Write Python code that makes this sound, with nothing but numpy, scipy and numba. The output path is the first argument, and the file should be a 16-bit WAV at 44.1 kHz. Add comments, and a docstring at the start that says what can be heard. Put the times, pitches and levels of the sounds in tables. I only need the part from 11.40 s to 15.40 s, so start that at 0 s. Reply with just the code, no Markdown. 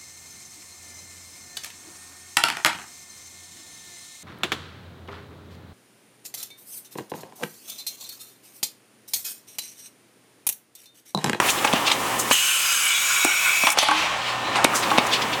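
"""A nozzle blows compressed air for a second and a half: turbulent jet noise with whistling resonances.
It belongs to a pneumatic loading machine in a factory hall. Cylinders knock on their stops and excite
the frame's modes, a loose panel rings, valves click and puff, and air leaks over the hum of the drives.
The hall reverberates the blows. A gain control ducks everything under the jet and recovers slowly."""
import sys
import numpy as np
from scipy import signal
from scipy.fft import rfft, irfft
from scipy.io import wavfile
from scipy.ndimage import uniform_filter1d, map_coordinates
from numba import njit

SR = 44100
rng = np.random.default_rng(int(sys.argv[2]) if len(sys.argv) > 2 else 0)


def wav_record(signal):
    """Record a signal, one row per channel, as 16-bit PCM in the file named by sys.argv[1]."""
    frames = np.transpose(np.atleast_2d(signal))
    bounded = np.clip(frames, -1, 1)
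    # unit amplitude maps onto the largest positive 16-bit level
    quanta = np.round(bounded * 32767).astype(np.int16)
    wavfile.write(sys.argv[1], SR, quanta)


N = 176400

# envelope of the blast: time_s, level_db
JET_ENVELOPE = [(.905, -60), (.915, -17), (.93, -7.5), (1.1, -6), (1.55, -5), (1.85, -5), (2.1, -5.5),
                (2.27, -7.5), (2.31, -6.5), (2.335, -8.5), (2.37, -54)]
# broadband spectrum of the jet: frequency_hz, density_db
JET_SPECTRUM = [(100, -31), (450, -40), (750, -37), (1100, -10), (3500, -5), (4500, -9.5), (8000, -7),
                (10000, -11), (13000, -10.5), (15000, -20), (17000, -14)]
# whistling resonances that swell and fade in the blast: centre_hz, width_hz, gain_db, peak_s, span_s
JET_RESONANCES = [(1065, 120, -5.5, 1.75, 1), (1443, 294, 2, 1.7, 0.69), (2294, 183, 10, 2.01, 0.73),
                  (2560, 140, 8.5, 2.09, 0.39), (2530, 280, 3, 1.2, 0.33), (2934, 280, 6.5, 0.93, 0.94),
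                  (3400, 220, -1, 2.13, 0.87), (3810, 160, 1.5, 1.75, 0.29), (4960, 130, -1, 1.38, 0.37),
                  (5660, 250, -2, 1.87, 0.63), (6390, 230, 6.5, 0.63, 1), (6880, 400, 4, 1.86, 0.34),
                  (7180, 180, 3.5, 1.22, 0.33), (7720, 150, -2, 1.1, .4), (8090, 140, 5, 1.53, 0.5),
                  (8600, 430, 0, 1.1, 0.19), (8900, 140, -3, 2.3, .14), (11000, 140, 0, 1.44, 0.12),
                  (11160, 400, -4.5, 1.2, .2), (11700, 270, -7.5, 1.76, 0.26), (13500, 380, -18, 0.6, 0.54),
                  (15700, 900, -14, 1.2, 0.94)]
# reflections from the enclosure walls: first_delay_s, last_delay_s, gain_ratio
WALL_REFLECTIONS = [(.0021, .0029, 0.12), (.0047, .0038, 0.17), (.0083, .0095, .25)]
def nozzle(fade_db=-3.5, flutter_db=3.2):
    """Turbulence excites resonances; interference with moving reflections comb-filters the jet."""
    start_s, end_s = JET_ENVELOPE[0][0], JET_ENVELOPE[-1][0]
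    progress = np.clip((times() - start_s) / (end_s - start_s), 0, 1)
    jet = amp(fade_db * progress) * coloured(JET_SPECTRUM)
    for hz, width_hz, db, peak_s, span_s in JET_RESONANCES:
        swell = np.exp(-((times() - peak_s) / span_s) ** 2)
        jet += amp(db + flutter_db * wobble(11)) * swell * band(hz, width_hz, skirt=1.73)
    jet += sum(gain * map_coordinates(jet, [(times() - first - (last - first) * progress) * SR])
               for first, last, gain in WALL_REFLECTIONS)
    blowing = (progress > 0) & (progress < 1)
    return blowing * amp(curve(JET_ENVELOPE)) * jet / np.std(jet[blowing])


# cylinders hitting their stops: start_s, thud_db, pitch_ratio, clack_db, clack_t60_s
STOP_IMPACTS = [(.001, -8.5, 0.91, -6.5, 0.025), (0.2478, -8, 1.36, -7.5, 0.046),
                (.273, -37, 1.2, -25, 0.057), (0.335, -1, 0.85, -8, 0.016), (0.48, -40, 0.96, -19, 0.082),
                (0.516, -35, 2, -15, .05), (0.9114, -6.5, 0.96, -3, 0.018), (1.8487, 11, 1.09, 1.5, 0.06),
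                (2.236, 1, 0.89, -4.5, 0.035), (2.269, -11, 0.8, 2, 0.093), (2.373, 1, 1.65, -4.5, 0.087),
                (2.388, -13, 1, -2, 0.015), (2.428, -5, 0.98, -1.5, 0.088), (2.4862, -28, 0.66, 0, 0.016),
                (2.511, -13, 1.9, -4, 0.035), (3.157, -30, 0.67, -21, 0.27), (3.2465, 4, 1.19, -4, 0.015),
                (3.5144, -32, 1.1, -16, 0.027), (3.583, 3, 0.92, -1.5, 0.02)]
# normal modes of the frame: pitch_hz, gain_db, t60_s
FRAME_MODES = [(133, -18.5, 0.038), (231.5, -1, 0.021), (317, 0.5, 0.022), (428, -0.5, 0.016),
               (786, -10, 0.045)]
# spectrum of the fittings' clack: frequency_hz, density_db
CLACK_SPECTRUM = [(100, -49), (450, -14.5), (750, 1.5), (1250, 1), (1700, -6), (2800, -8.5), (4500, -19),
                  (9000, -18), (17000, -55)]
def cylinder_knocks():
    """Impact excitation: each stop thuds through the frame's modes and clacks in its fittings."""
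    out = np.zeros(N)
    for start_s, thud_db, pitch_ratio, clack_db, t60 in STOP_IMPACTS:
        out += amp(thud_db) * ring(FRAME_MODES, start_s, pitch_ratio)
        out += amp(clack_db) * burst(start_s, 0.0001, t60) * unit(coloured(CLACK_SPECTRUM))
    return out


# valve and latch contacts: peak_s, level_db, centre_hz, t60_s
VALVE_CONTACTS = [(0.246, -15, 2430, 0.026), (0.329, -16, 3020, 0.092), (0.334, -24, 3500, .04),
                  (0.5146, -10, 3000, 0.07), (0.517, -21, 6700, 0.11), (.9045, -18, 6480, 0.022),
                  (0.914, -12, 2730, 0.096), (1.8483, 5.5, 9000, 0.013), (2.2706, 4.5, 3020, 0.022),
                  (2.303, 1.5, 6800, 0.018), (2.387, 0.5, 3850, 0.038), (2.485, -40, 4000, 0.029),
                  (3.158, -28, 4500, 0.024), (3.172, -35, 6940, 0.018), (3.244, -10, 7500, 0.024),
                  (3.2445, -10.5, 4670, 0.028), (3.248, -4, 2230, 0.022), (3.503, -20, 3000, 0.052),
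                  (3.5784, -11, 2900, 0.017), (3.584, -12, 2970, 0.064)]
def valve_clicks():
    """Brief metal contacts have broad spectra: each is a bright, fast-decaying band of noise."""
    return sum(amp(db) * burst(s, .0004, t60) * unit(band(hz, 0.88 * hz, skirt=3.15, ripple_db=2))
               for s, db, hz, t60 in VALVE_CONTACTS)


# exhaust puffs and sliding strokes: peak_s, level_db, centre_hz, rise_s, t60_s
EXHAUST_PUFFS = [(.055, -27.5, 2010, 0.045, .2), (0.094, -17.5, 2640, 0.016, 0.15),
                 (0.104, -16, 7050, 0.0093, 0.099), (.187, -24, 2830, 0.015, 0.079),
                 (0.276, -18, 2570, 0.0046, 0.055), (.36, -21, 2390, 0.0088, 0.18),
                 (.467, -26, 5000, 0.0053, 0.059), (.482, -13.5, 3000, .012, 0.048),
                 (.502, -19, 2940, 0.0056, 0.095), (0.798, -18, 7660, .006, .12),
                 (2.322, -5.5, 8600, 0.0039, 0.04), (2.389, -5.5, 6640, 0.0024, 0.029),
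                 (2.398, -5, 3070, 0.015, 0.55), (2.43, -17, 7660, 0.016, .08),
                 (2.585, -13, 2450, 0.08, 0.57), (2.59, -24, 5200, 0.073, 0.56),
                 (2.885, -26, 2800, 0.095, 0.37), (3.172, -23.5, 2560, 0.035, 0.062),
                 (3.2, -22, 930, 0.039, 0.2), (3.359, -18, 6500, 0.0093, 0.21),
                 (3.345, -21, 1300, 0.022, 0.26), (3.432, -20, 2960, 0.0054, 0.098),
                 (3.669, -25.5, 6800, 0.0036, 0.044), (3.738, -14, 3150, 0.014, 0.16),
                 (3.822, -20, 3220, 0.0065, 0.075), (3.932, -22, 2780, 0.0035, 0.14)]
def exhaust_puffs():
    """Turbulent outflow swells at an exhaust port and decays as the cylinder empties."""
    return sum(amp(db) * burst(s, rise_s, t60) * unit(band(hz, width_hz=hz, skirt=2.43, ripple_db=2))
               for s, db, hz, rise_s, t60 in EXHAUST_PUFFS)


# blows on the loose guard panel: start_s, gain_db
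PANEL_IMPACTS = [(0.2493, -20), (2.273, -8), (2.4871, 3), (2.514, 3.5), (3.5155, -9)]
# normal modes of the panel: pitch_hz, gain_db, t60_s
PANEL_MODES = [(312, -15, 0.31), (710, -11, .05), (844, 3, 0.055), (1020, -1, .05), (1108, 1.5, 0.072),
               (1130, 0, 0.057), (1250, 2, 0.035), (1575, -1.5, 0.041), (2290, -22, .05)]
def guard_panel():
    """Free vibration of a struck plate: its inharmonic modes give a hollow ring."""
    return sum(amp(db) * ring(PANEL_MODES, s) for s, db in PANEL_IMPACTS)


# blows on a small steel part: start_s, gain_db
STEEL_IMPACTS = [(2.272, -10), (2.388, -7)]
# normal modes of the part: pitch_hz, gain_db, t60_s
STEEL_MODES = [(6150, 4, .12), (9780, -3, 0.33)]
def steel_ping():
    """A small, stiff body has high natural frequencies, so it gives a thin ping."""
    return sum(amp(db) * ring(STEEL_MODES, s) for s, db in STEEL_IMPACTS)


# envelope of the running machine: time_s, level_db
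DRONE_ENVELOPE = [(0, -24.5), (.45, -26), (.6, -26), (.9, -27.5), (2.3, -22), (2.65, -17.5), (2.85, -28),
                  (3.05, -27.5), (3.2, -25.5), (3.6, -23), (4, -27.5)]
# spectrum of its drone: frequency_hz, density_db
DRONE_SPECTRUM = [(25, -17), (55, -7), (95, -9.5), (210, -9.5), (330, -13.5), (560, -3), (800, 1),
                  (1100, 3.5), (1500, -3.5), (2900, -5), (4500, -15.5), (8000, -22), (11000, -39),
                  (17000, -53)]
def drive_drone():
    """The drives radiate broadband noise, slowly modulated in amplitude."""
    return amp(curve(DRONE_ENVELOPE) + .6 * wobble(25)) * unit(coloured(DRONE_SPECTRUM))


# envelope of the leak at the gripper: time_s, level_db
LEAK_ENVELOPE = [(0, -35.5), (.07, -25.5), (.2, -31.5), (.45, -35), (.6, -32.5), (.8, -33), (.92, -30),
                 (2.25, -44), (2.5, -51), (3.22, -50), (3.34, -36), (3.6, -38), (4, -42)]
# spectrum of its hiss: frequency_hz, density_db
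LEAK_SPECTRUM = [(1500, -12), (4000, -1), (6500, 3.5), (9000, 3), (13000, -1.5), (17000, -2.5)]
def air_leak():
    """Small-scale turbulence at a leak in the air lines makes a thin hiss."""
    return amp(curve(LEAK_ENVELOPE) + 0.2 * wobble(11)) * unit(coloured(LEAK_SPECTRUM))


# line spectrum of the motors: pitch_hz, rms_db
MOTOR_PARTIALS = [(538, -44), (770, -42.5), (1028, -39.5), (1238, -42), (1800, -41), (2285, -69),
                  (3015, -48)]
def motor_hum(flutter_db=0.5, mains_hz=120, mains_db=-44.5):
    """Periodic vibration: steady mains hum under motor tones that wander in level and phase."""
    hum = amp(mains_db) * np.sin(2 * np.pi * mains_hz * times())
    for hz, db in MOTOR_PARTIALS:
        level = amp(db + flutter_db * wobble(9.3))
        drift_rad = 0.37 * np.sqrt(hz / 500) * wobble(25)
        hum += level * np.sin(2 * np.pi * hz * times() + drift_rad)
    return np.sqrt(2) * hum


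# envelope of the moving arm's rumble: time_s, level_db
RUMBLE_ENVELOPE = [(0, -32.5), (.4, -33.5), (.85, -34), (1.1, -41), (2.2, -38.5), (2.8, -45.5), (3.05, -37),
                   (3.3, -31.5), (4, -33.5)]
def arm_rumble():
    """Random vibration of the moving arm, shaped by one broad, low resonance."""
    return amp(curve(RUMBLE_ENVELOPE) + wobble(18)) * unit(band(310, width_hz=444, skirt=1.97))


# one move of the arm's servo: time_s, pitch_hz, rms_db
SERVO_GLIDE = [(3.001, 3650, -48), (3.05, 3920, -37.5), (3.12, 4100, -41), (3.2, 3860, -44),
               (3.25, 3600, -60)]
def servo_whine(scatter_ratio=0.094):
    """A faint whine rises and falls with the arm's speed; random frequency modulation roughens it."""
    s, hz, db = np.transpose(SERVO_GLIDE)
    jitter = scatter_ratio * unit(band(300, width_hz=500, skirt=0.61))
    pitch_hz = np.interp(times(), s, hz) * (1 + jitter)
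    level = amp(np.interp(times(), s, db, left=-120, right=-120))
    return level * np.sqrt(2) * np.sin(2 * np.pi * np.cumsum(pitch_hz) / SR)


# reverberation time of the hall: frequency_hz, t60_s
HALL_DECAY = [(150, 0.19), (400, 0.26), (1000, 0.63), (4000, 0.23), (14000, 0.17)]
def hall(x):
    """Reverberation: convolution with a diffuse, decaying tail in which the midrange lasts longest."""
    hz, t, spectrum = signal.stft(rng.standard_normal(SR), SR, nperseg=256)
    decay = amp(-60 * t / along(HALL_DECAY, hz)[:, None])
    tail = signal.istft(spectrum * decay, SR, nperseg=256)[1]
    return signal.fftconvolve(x, tail / np.linalg.norm(tail))[:N]


def ring(modes, start_s, pitch_ratio=1):
    """Modal superposition: a struck body rings as damped sines, a little differently each time."""
    out, t = np.zeros(N + SR), np.arange(SR // 3) / SR
    struck = out[round(start_s * SR):][:len(t)]
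    for k, (hz, db, t60) in enumerate(modes):
        decay = amp(db + rng.normal(0, 2.1) - 60 * t / t60)
        pitch_hz = pitch_ratio * hz * (1 + rng.normal(0, 0.0074))
        struck += (-1) ** k * decay * np.sin(2 * np.pi * pitch_hz * t)
    return out[:N] / 2


def band(hz, width_hz, skirt, ripple_db=0, ripple_hz=172.2):
    """Noise in one resonance; skirt 1 falls 6 dB an octave, and enclosure reflections ripple it."""
    knots_db = ripple_db * rng.standard_normal(1024)
    f = np.fft.rfftfreq(N, 1 / SR)
    ripple = amp(np.interp(f / ripple_hz, np.arange(len(knots_db)), knots_db))
    detuning = (f * f - hz * hz) / (f * width_hz + 1)
    return noise(ripple * (1 + detuning ** 2) ** (-skirt / 2))


def coloured(points):
    """Noise with a spectrum of (frequency_hz, density_db) points."""
    return noise(amp(along(points, np.fft.rfftfreq(N, 1 / SR))))


def noise(gain):
    """White noise filtered by one gain per frequency bin."""
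    return irfft(rfft(rng.standard_normal(N)) * gain, N)


def burst(peak_s, rise_s, t60):
    """Exponential growth up to peak_s, then exponential decay."""
    t = times() - peak_s
    log_gain = np.minimum(t / rise_s, -np.log(1000) * t / t60)
    return np.exp(np.maximum(log_gain, -np.log(1e12)))


def wobble(rate):
    """A smooth random curve, rate knots a second."""
    return map_coordinates(rng.standard_normal(400), [times() * rate], mode="mirror")


def curve(rows):
    """Linear interpolation of (time_s, value) points."""
    return np.interp(times(), *np.transpose(rows))


def along(points, hz):
    """Interpolation of (frequency_hz, value) points on a log axis."""
    f, values = np.transpose(points)
    return np.interp(np.log(hz + 1), np.log(f + 1), values)


def amp(db):
    """Decibels to gain."""
    return 10 ** (np.asarray(db) / 20)


def unit(x):
    """x at rms 1."""
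    return x / np.sqrt(np.mean(x ** 2) + 1e-20)


def times():
    """The time of every sample."""
    return np.arange(N) / SR


def scene(hall_db=-9.5):
    """Superposition of air, blows and drives; only the blows reverberate."""
    blows = cylinder_knocks() + valve_clicks() + guard_panel() + steel_ping()
    drives = motor_hum() + arm_rumble() + drive_drone() + servo_whine()
    air = air_leak() + nozzle() + exhaust_puffs()
    return (air + blows + drives + amp(hall_db) * hall(blows))[None]


@njit
def gain_cut_db(over_db, attack_s, release_s, charge_s, recover_db_per_s):
    """Two-stage compression: a fast stage for blows, a slow one that holds after long loud sounds."""
    out, fast, slow = np.zeros(len(over_db)), 0., 0.
    for i in range(len(over_db)):
        fast += (over_db[i] - fast) / (SR * (attack_s if over_db[i] > fast else release_s))
        if fast > slow:
            slow += (fast - slow) / (SR * charge_s)
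        else:
            slow = max(slow - recover_db_per_s / SR, 0.)
        out[i] = max(fast, slow)
    return out


def record(dry, threshold_db=-13, treble_weight=3.252, low_cut_hz=53, top_hz=17400):
    """Automatic gain control ducks loud sound; saturation and band limiting follow."""
    x = dry[0]
    power = np.abs(uniform_filter1d(x ** 2 + (treble_weight * np.gradient(x)) ** 2, size=180))
    over_db = np.maximum(10 * np.log10(power + 1e-12) - threshold_db, 0)
    cut_db = gain_cut_db(over_db, attack_s=0.014, release_s=0.09, charge_s=0.6, recover_db_per_s=31)
    x = x * amp(-cut_db)
    x = x / (1 + x ** 6) ** (1 / 6)  # rounds off the peaks
    f = np.fft.rfftfreq(N, 1 / SR)
    high_pass = (1j * f / (low_cut_hz + 1j * f)) ** 2
    return irfft(rfft(x) * high_pass * (f < top_hz), N)[None]


dry = scene()
out = record(dry)
wav_record(out)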